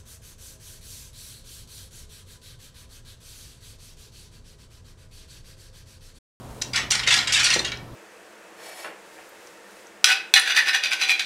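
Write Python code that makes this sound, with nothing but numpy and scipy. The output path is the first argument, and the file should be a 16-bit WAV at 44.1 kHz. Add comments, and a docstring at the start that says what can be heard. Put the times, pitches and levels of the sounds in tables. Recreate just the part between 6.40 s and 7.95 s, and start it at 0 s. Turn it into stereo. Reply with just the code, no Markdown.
"""Wooden dowels on carpet

A bundle of long dowels is set down and spread by hand in a small humming room; a sleeve swishes first.
Each clack is a flurry of contacts ringing the bending modes of a few rods, damped until the hand lets go.
Tips click, rods slide, ends knock on the floor, the bundle thumps down and the last loose rods ring out."""
import sys
import numpy as np
from scipy import signal
from scipy.fft import rfft, irfft, next_fast_len
from scipy.io import wavfile
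from scipy.ndimage import uniform_filter1d, map_coordinates

SR = 44100
rng = np.random.default_rng(int(sys.argv[2]) if len(sys.argv) > 2 else 0)


def put_to_file(sound):
    """Save the sound as 16-bit audio at rate SR, in the file named by the first command-line argument."""
    columns = np.atleast_2d(sound).T  # one column per channel
    safe = np.clip(columns, -1, 1)
    whole_steps = np.round(safe * 32767)
    wavfile.write(sys.argv[1], SR, whole_steps.astype(np.int16))


N = 68355

# Spectra. Each row: frequency in Hz, gain in dB.
VENT_SPECTRUM = [(20, -10), (48, 1), (70, -0.5), (100, -3), (170, -2), (300, -7.5), (600, -9.5),
                 (1000, -13), (2000, -26), (4000, -28), (8000, -34.5), (12000, -35.5), (16000, -45)]
SLEEVE_SPECTRUM = [(300, -12), (1500, 1), (4000, -4), (9000, 1), (15000, -11)]
WOOD_SPECTRUM = [(150, -30), (400, -31.5), (700, -17), (1200, -9), (1800, 1), (3000, 1.5), (4500, 1.5),
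                 (6500, -3), (8500, -10), (11000, -22.5), (15500, -45)]
SCRAPE_SPECTRUM = [(300, -19.5), (1100, -9), (2000, 7), (5500, -5), (9000, -12.5), (15500, -36)]
KNOCK_SPECTRUM = [(200, -14), (500, -13.5), (750, 1.5), (1000, 1), (1400, 0), (2200, -23), (6000, -42)]
CARPET_SPECTRUM = [(30, -22), (60, 4), (130, -11.5), (230, 4.5), (320, 1.5), (480, 1.5), (700, -8.5),
                   (950, -7), (1600, -24), (5000, -47)]
# Friction strokes. Each row: start in seconds, length in seconds, level in dB.
SLEEVE_STROKES = [(-.05, 0.45, -55.5)]
ROD_SLIDES = [(.335, 0.049, -30.5), (.672, 0.12, -25.5), (.924, 0.277, -30)]
# Rod on rod. Each row: start in seconds, level in dB, brightness in dB per octave,
# flurry length in seconds, main partial in Hz, its prominence in dB.
CLACKS = [ (0.214, -33, 2.5, 0.0048, 3890, 3), (0.2184, -29.5, 9.5, 0.0055, 4210, 3),
          (.333, -27, 1.5, 0.0046, 4850, 3), (0.341, -27.5, -4.5, 0.015, 1433, -2.5),
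          (0.3576, -18.5, 3.5, 0.0083, 4115, 1.5), (0.372, -20.5, -1, 0.015, 1783, -1),
          (0.388, -29, -6, 0.0078, 1820, 13), (0.409, -32, -4, 0.011, 2690, 1),
          (0.5038, -24.5, 6.5, 0.0037, 4086, -12), (0.5128, -15.5, 8.5, 0.01, 5670, 4),
          (0.517, -19.5, -5.5, 0.0075, 2832, 6.5), (0.528, -21.5, -0.5, 0.014, 4253, 0),
          (0.549, -20, 2, 0.0073, 4092, -3), (0.5912, -23.5, -2, 0.0083, 4120, -1),
          (0.631, -25.5, -3.5, 0.012, 2776, 0), (0.664, -27, -2, 0.006, 2094, 2),
          (0.6724, -13.5, -0.5, 0.0064, 2118, 2), (0.682, -15.5, -1.5, 0.012, 3685, 4.5),
          (0.704, -12.5, -0.5, 0.018, 2750, 1), (0.722, -13.5, 1, 0.012, 3424, 0.5),
          (0.738, -13, 0.5, 0.0061, 1915, -7), (0.759, -18.5, 2.5, 0.01, 3524, 5),
          (.772, -20.5, 4.5, 0.0087, 2240, 1), (0.7874, -16.5, -3.5, 0.0046, 3990, 5.5),
          (0.814, -26.5, -0.5, 0.049, 1400, 1), (0.871, -19.5, 0.5, 0.012, 3830, 1),
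          (0.891, -23, -5.5, 0.023, 2815, -1), (0.9209, -17, 5.5, 0.0088, 4950, -5),
          (0.933, -17, 3.5, 0.01, 6925, -2.5), (0.944, -15, 4, 0.0067, 3746, 8.5),
          (0.955, -15, -2.5, 0.02, 2690, 0), (0.973, -20.5, 5, 0.0063, 1800, 6),
          (0.983, -23, -7, 0.021, 2330, 3), (0.991, -15.5, 1, 0.022, 3636, -7),
          (1.008, -24, -5, 0.0074, 2493, -2), (1.03, -19, 2.5, 0.0064, 2360, 9),
          (1.0405, -17.5, 10, 0.0057, 5790, 4), (1.046, -16.5, 0, 0.0058, 3410, 5),
          (1.053, -17, 0.5, 0.0091, 4620, 3), (1.065, -17, -0.5, 0.0052, 2794, 1.5),
          (1.102, -17, -0.5, 0.0048, 5794, 3.5), (1.109, -18.5, 0, 0.0067, 2803, 10),
          (1.120, -18.5, -2, 0.015, 3376, 3), (1.136, -15.5, 6, 0.0092, 4147, 8.5),
          (1.138, -22.5, 8, 0.006, 5880, 11), (1.152, -27, -9, 0.0095, 2100, 8),
          (1.191, -28, 14, 0.0028, 5940, 10), (1.192, -21.5, 1, 0.0038, 4150, 19),
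          (1.193, -27.5, 7, 0.0035, 3634, 16), (1.243, -24.5, -4, 0.013, 2815, 7),
          (1.2472, -25, 5, 0.0037, 3810, 5), (1.272, -29.5, -5.5, .012, 3284, 7.5),
          (1.317, -29, -4.5, 0.006, 2285, 6), (1.318, -32, -5, 0.003, 3860, 8),
          (1.325, -44, -9, 0.0022, 1828, 10)]
# Modes of a rod end. Each row: frequency in Hz, level in dB.
TIP_MODES = [(2280, -18), (4100, -5.5), (5065, -1.5), (5950, -1), (7500, -9), (12000, -24)]
# Single impacts. Each row: start in seconds, level in dB.
TIP_CLICKS = [(0.2196, -26.5), (0.2225, -26.5), (0.5095, -18.5), (1.044, -28), (1.193, -35), (1.319, -39),
              (1.373, -44)]
END_KNOCKS = [(.362, -40), (0.385, -33), (.512, -37), (.550, -33), (.678, -34), (.716, -31), (.768, -29.5),
              (1.162, -39)]
CARPET_THUMPS = [(0.384, -40), (.432, -38.5), (0.677, -37.5), (0.751, -41), (.795, -37), (1.162, -24.5),
                 (1.194, -43), (1.203, -36.5)]
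# Room decay. Each row: frequency in Hz, T60 in seconds.
ROOM_DECAY = [(200, 0.41), (1300, 0.41), (3500, 0.28), (9000, 0.2), (15000, 0.45)]
# Stereo width. Each row: frequency in Hz, side gain in dB.
VENT_WIDTH = [(40, -34), (150, -22), (500, -12.5), (2000, -4), (8000, -5.5)]
ROOM_WIDTH = [(100, -7.5), (500, -7.5), (1500, -10.5), (3000, -9), (6000, -4), (10000, -2.5)]
# Stereo balance. Each row: frequency in Hz, left minus right in dB.
BALANCE = [(600, -0.8), (1400, 1), (2800, -1.7), (5500, -0.5), (12000, 0.5)]

LET_GO_S = 1.193
HELD_T60_S, FREE_T60_S, NEIGHBOUR_T60_S = 0.034, 0.11, 0.061  # at 3 kHz


def amp(db):
    """Decibels to gain."""
    return 10 ** (np.asarray(db) / 20)


def unit(x):
    """Scale to energy 1."""
    return x / np.sqrt(np.sum(x ** 2) + 1e-20)


def along(points, hz):
    """Interpolate (Hz, value) rows on a log axis."""
    freqs, values = np.transpose(points)
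    return np.interp(np.log(hz + 1), np.log(freqs + 1), values)


def fade(t, t60_s):
    """Exponential decay."""
    return np.exp(-np.log(1000) * t / t60_s)


def filtered(x, gain):
    """Zero-phase filter by gain(hz)."""
    size = next_fast_len(N + SR // 2)
    return irfft(rfft(x, size) * gain(np.fft.rfftfreq(size, 1 / SR)), size)[..., :N]


def shaped(noise, spectrum):
    """Noise filtered to a spectrum, RMS 1."""
    return np.sqrt(N) * unit(filtered(noise, lambda hz: amp(along(spectrum, hz))))


def coloured(x, colour_db):
    """Minimum-phase filter for a short sound."""
    n = len(x)
    cepstrum = irfft(np.log(amp(colour_db(np.fft.rfftfreq(n, 1 / SR)))), n)
    cepstrum[1:n // 2] *= 2
    cepstrum[n // 2 + 1:] = 0
    return irfft(rfft(x) * np.exp(rfft(cepstrum)), n)


def widen(mid, side, width):
    """Mid and side to left and right."""
    side = filtered(side, lambda hz: amp(along(width, hz)))
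    return np.array([mid + side, mid - side])


def place(start_s, db, sound):
    """Track holding one sound; db is its energy spread over 10 ms."""
    track = np.zeros(N)
    part = track[round(start_s * SR):][:len(sound)]
    part += amp(db) * np.sqrt(SR / 100) * unit(sound)[:len(part)]
    return track


def burst(spectrum, t60_s, length_s=0.2):
    """Contact without ring: decaying coloured noise."""
    t = np.arange(round(length_s * SR)) / SR
    return coloured(rng.standard_normal(len(t)) * fade(t, t60_s), lambda hz: along(spectrum, hz))


def room_tone(vent_db=-41.5, hum_hz=119.6, hum_db=-47, waver_db=2.5):
    """Ventilation rumble, faint hiss and a wavering hum."""
    t = np.arange(N) / SR
    mid, side = [shaped(rng.standard_normal(N), VENT_SPECTRUM) for _ in range(2)]
    waver = map_coordinates(rng.standard_normal(20), [10 * t])
    hum = amp(waver_db * waver) * np.sqrt(2) * np.sin(2 * np.pi * hum_hz * t)
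    return amp(vent_db) * widen(mid, side, VENT_WIDTH) + amp(hum_db) * hum


def friction(strokes, spectrum, slips_per_s=5000):
    """Dense tiny slips that swell and fade with each stroke."""
    t = np.arange(N) / SR
    slips = rng.standard_normal(N) * (rng.random(N) < slips_per_s / SR)
    envelope = np.zeros(N)
    for start_s, length_s, db in strokes:
        progress = np.clip((t - start_s) / length_s, 0, 1)
        envelope += amp(db) * np.sqrt(np.sin(np.pi * progress).clip(0))
    return shaped(slips, spectrum) * envelope


def sleeve_swish():
    """The sleeve rubs as the arm swings down."""
    return friction(SLEEVE_STROKES, SLEEVE_SPECTRUM)


def ring_time(hz, t60_s):
    """Mode T60 from the T60 at 3 kHz; higher modes die sooner."""
    return t60_s * (3000 / hz) ** 0.48


def rod(t, partial_hz, t60_s, count=22, scatter_db=3):
    """Free-rod bending modes, rising as (2n + 1) squared, tuned to put one at partial_hz."""
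    untuned = 55.82 * ((2 * np.arange(2, count + 2) + 1) / 3) ** 2
    hz = untuned * partial_hz / untuned[np.argmin(abs(untuned - partial_hz))]
    life_s = ring_time(hz, t60_s)
    weights = amp(scatter_db * rng.standard_normal(count)) * rng.choice([-1, 1], count) / np.sqrt(life_s)
    modes = np.sin(2 * np.pi * hz[:, None] * t) * fade(t, life_s[:, None])
    return unit(weights @ modes)


def flurry(ring, length_s, count=36, contacts_per_s=1500, scatter_db=2.5, swell_s=0.0018):
    """Chatter: a quick uneven run of contacts strikes the ring."""
    gaps = rng.uniform(0.2, 1.8, count)
    times_s = (np.cumsum(gaps) - gaps[0] / 2) / contacts_per_s
    force = amp(scatter_db * rng.standard_normal(count)) * rng.choice([-1, 1], count)
    envelope = (1 - np.exp(-times_s / swell_s)) / (1 + (times_s / length_s) ** 8)
    impulses = np.bincount((times_s * SR).astype(int), force * envelope)
    return unit(signal.fftconvolve(ring, impulses)[:len(ring)])


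def clacks(pitch_spread=0.0906, crack_db=1.5, crack_t60_s=0.0087, linewidth_hz=9.3):
    """A rod hits three neighbours. Returns bodies (modes plus contact crack) and main partials."""
    bodies, partials = np.zeros((2, N))
    t = np.arange(SR // 5) / SR
    for start_s, db, tilt_db_per_oct, length_s, partial_hz, prominence_db in CLACKS:
        t60_s = HELD_T60_S if start_s < LET_GO_S else FREE_T60_S
        neighbours_hz = partial_hz * np.exp(pitch_spread * rng.standard_normal(3))
        rings = [rod(t, partial_hz, t60_s)] + [rod(t, hz, NEIGHBOUR_T60_S) for hz in neighbours_hz]
        wood = unit(sum(flurry(ring, length_s) for ring in rings))
        crack = flurry(rng.standard_normal(len(t)) * fade(t, crack_t60_s), length_s)
        colour_db = lambda hz: along(WOOD_SPECTRUM, hz) + tilt_db_per_oct * np.log2(hz.clip(1520, 8250))
        body = unit(coloured(wood + amp(crack_db) * crack, colour_db))
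        # Touching rods blur the partial.
        drift_rad = np.cumsum(rng.standard_normal(len(t))) * np.sqrt(2 * np.pi * linewidth_hz / SR)
        envelope = fade(t, ring_time(partial_hz, t60_s)) * (1 - fade(t, 2 * length_s))
        partial = np.sin(2 * np.pi * partial_hz * t + drift_rad) * envelope
        over_body_db = prominence_db - 6.5
        body_db = db - 10 * np.log10(1 + amp(over_body_db) ** 2)  # both share the clack's energy
        bodies += place(start_s, body_db, body)
        partials += place(start_s, body_db + over_body_db, partial)
    return bodies, partials


def tip_clicks(ring_t60_s=0.012, crack_db=-10):
    """Hard tips meet in dry clicks that briefly ring the rod ends."""
    track = np.zeros(N)
    t = np.arange(SR // 10) / SR
    for start_s, db in TIP_CLICKS:
        modes = sum(amp(mode_db) * rng.choice([-1, 1]) * np.sin(2 * np.pi * hz * t)
                    for hz, mode_db in TIP_MODES)
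        ring = unit(modes * fade(t, ring_t60_s))
        crack = unit(burst(SCRAPE_SPECTRUM, t60_s=0.011, length_s=0.1))
        track += place(start_s, db, ring + amp(crack_db) * crack)
    return track


def rod_slides():
    """Rods scrape over each other."""
    return friction(ROD_SLIDES, SCRAPE_SPECTRUM)


def end_knocks():
    """The gripped bundle lands on its ends and answers as one hollow piece of wood."""
    return sum(place(start_s, db, burst(KNOCK_SPECTRUM, t60_s=0.071)) for start_s, db in END_KNOCKS)


def carpet_thumps():
    """The carpet stops the rods with short, dull pushes."""
    return sum(place(start_s, db, burst(CARPET_SPECTRUM, t60_s=0.018)) for start_s, db in CARPET_THUMPS)


def floor_boom(start_s=1.17, db=-37, hz=50.8, t60_s=0.36, rise_s=0.11):
    """The floor gives under the bundle and swings in one low mode."""
    t = np.arange(SR // 2) / SR
    envelope = fade(t, t60_s) * (1 - fade(t, rise_s)) ** 2
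    return place(start_s, db, np.sin(2 * np.pi * hz * t) * envelope)


def room_echo(x, db=-0.5, delay_s=0.004, segments=12):
    """Wall reflections; the rods move, so each time segment gets its own tail."""
    delayed = np.pad(x, (round(delay_s * SR), 0))[:N]
    mid_side = np.zeros((2, N + SR))
    edges = np.linspace(0, N, segments + 1).astype(int)
    for start, end in zip(edges, edges[1:]):
        hz, t, noise = signal.stft(rng.standard_normal((2, SR // 2)), SR, nperseg=256)
        _, tails = signal.istft(noise * fade(t, along(ROOM_DECAY, hz)[:, None]), SR, nperseg=256)
        crossfade = np.interp(np.arange(N), [start - 128, start + 128, end - 128, end + 128], [0, 1, 1, 0])
        first = max(start - 128, 0)
        segment = (delayed * crossfade)[first:end + 128]
        for channel, tail in zip(mid_side, tails):
            echo = signal.fftconvolve(segment, unit(tail))
            channel[first:first + len(echo)] += echo
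    return amp(db) * widen(*mid_side[:, :N], ROOM_WIDTH)


def scene(clear_send_db=-8):
    """Dowels, echo, sleeve and room tone; partials and clicks reach the walls more weakly."""
    bodies, partials = clacks()
    rods = bodies + rod_slides() + carpet_thumps() + floor_boom() + end_knocks()
    clear = partials + tip_clicks()
    heard = rods + clear + room_echo(rods + amp(clear_send_db) * clear)
    panned = filtered(heard, lambda hz: amp(np.outer([0.5, -0.5], along(BALANCE, hz))))
    return panned + sleeve_swish() + room_tone()


def record(dry, knee_db=-13.5, slope=0.34, release_s=0.15, cutoff_hz=15800):
    """Gain control, fast to duck and slow to recover, then a low-pass."""
    power = np.abs(uniform_filter1d(np.mean(dry ** 2, axis=0), size=256))
    recovery = np.exp(-np.arange(N) / SR / release_s)
    held_power = np.maximum.accumulate(power / recovery) * recovery
    gain = (1 + held_power / amp(knee_db) ** 2) ** -slope
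    return filtered(dry * gain, lambda hz: hz < cutoff_hz)


dry = scene()
out = record(dry)
put_to_file(out)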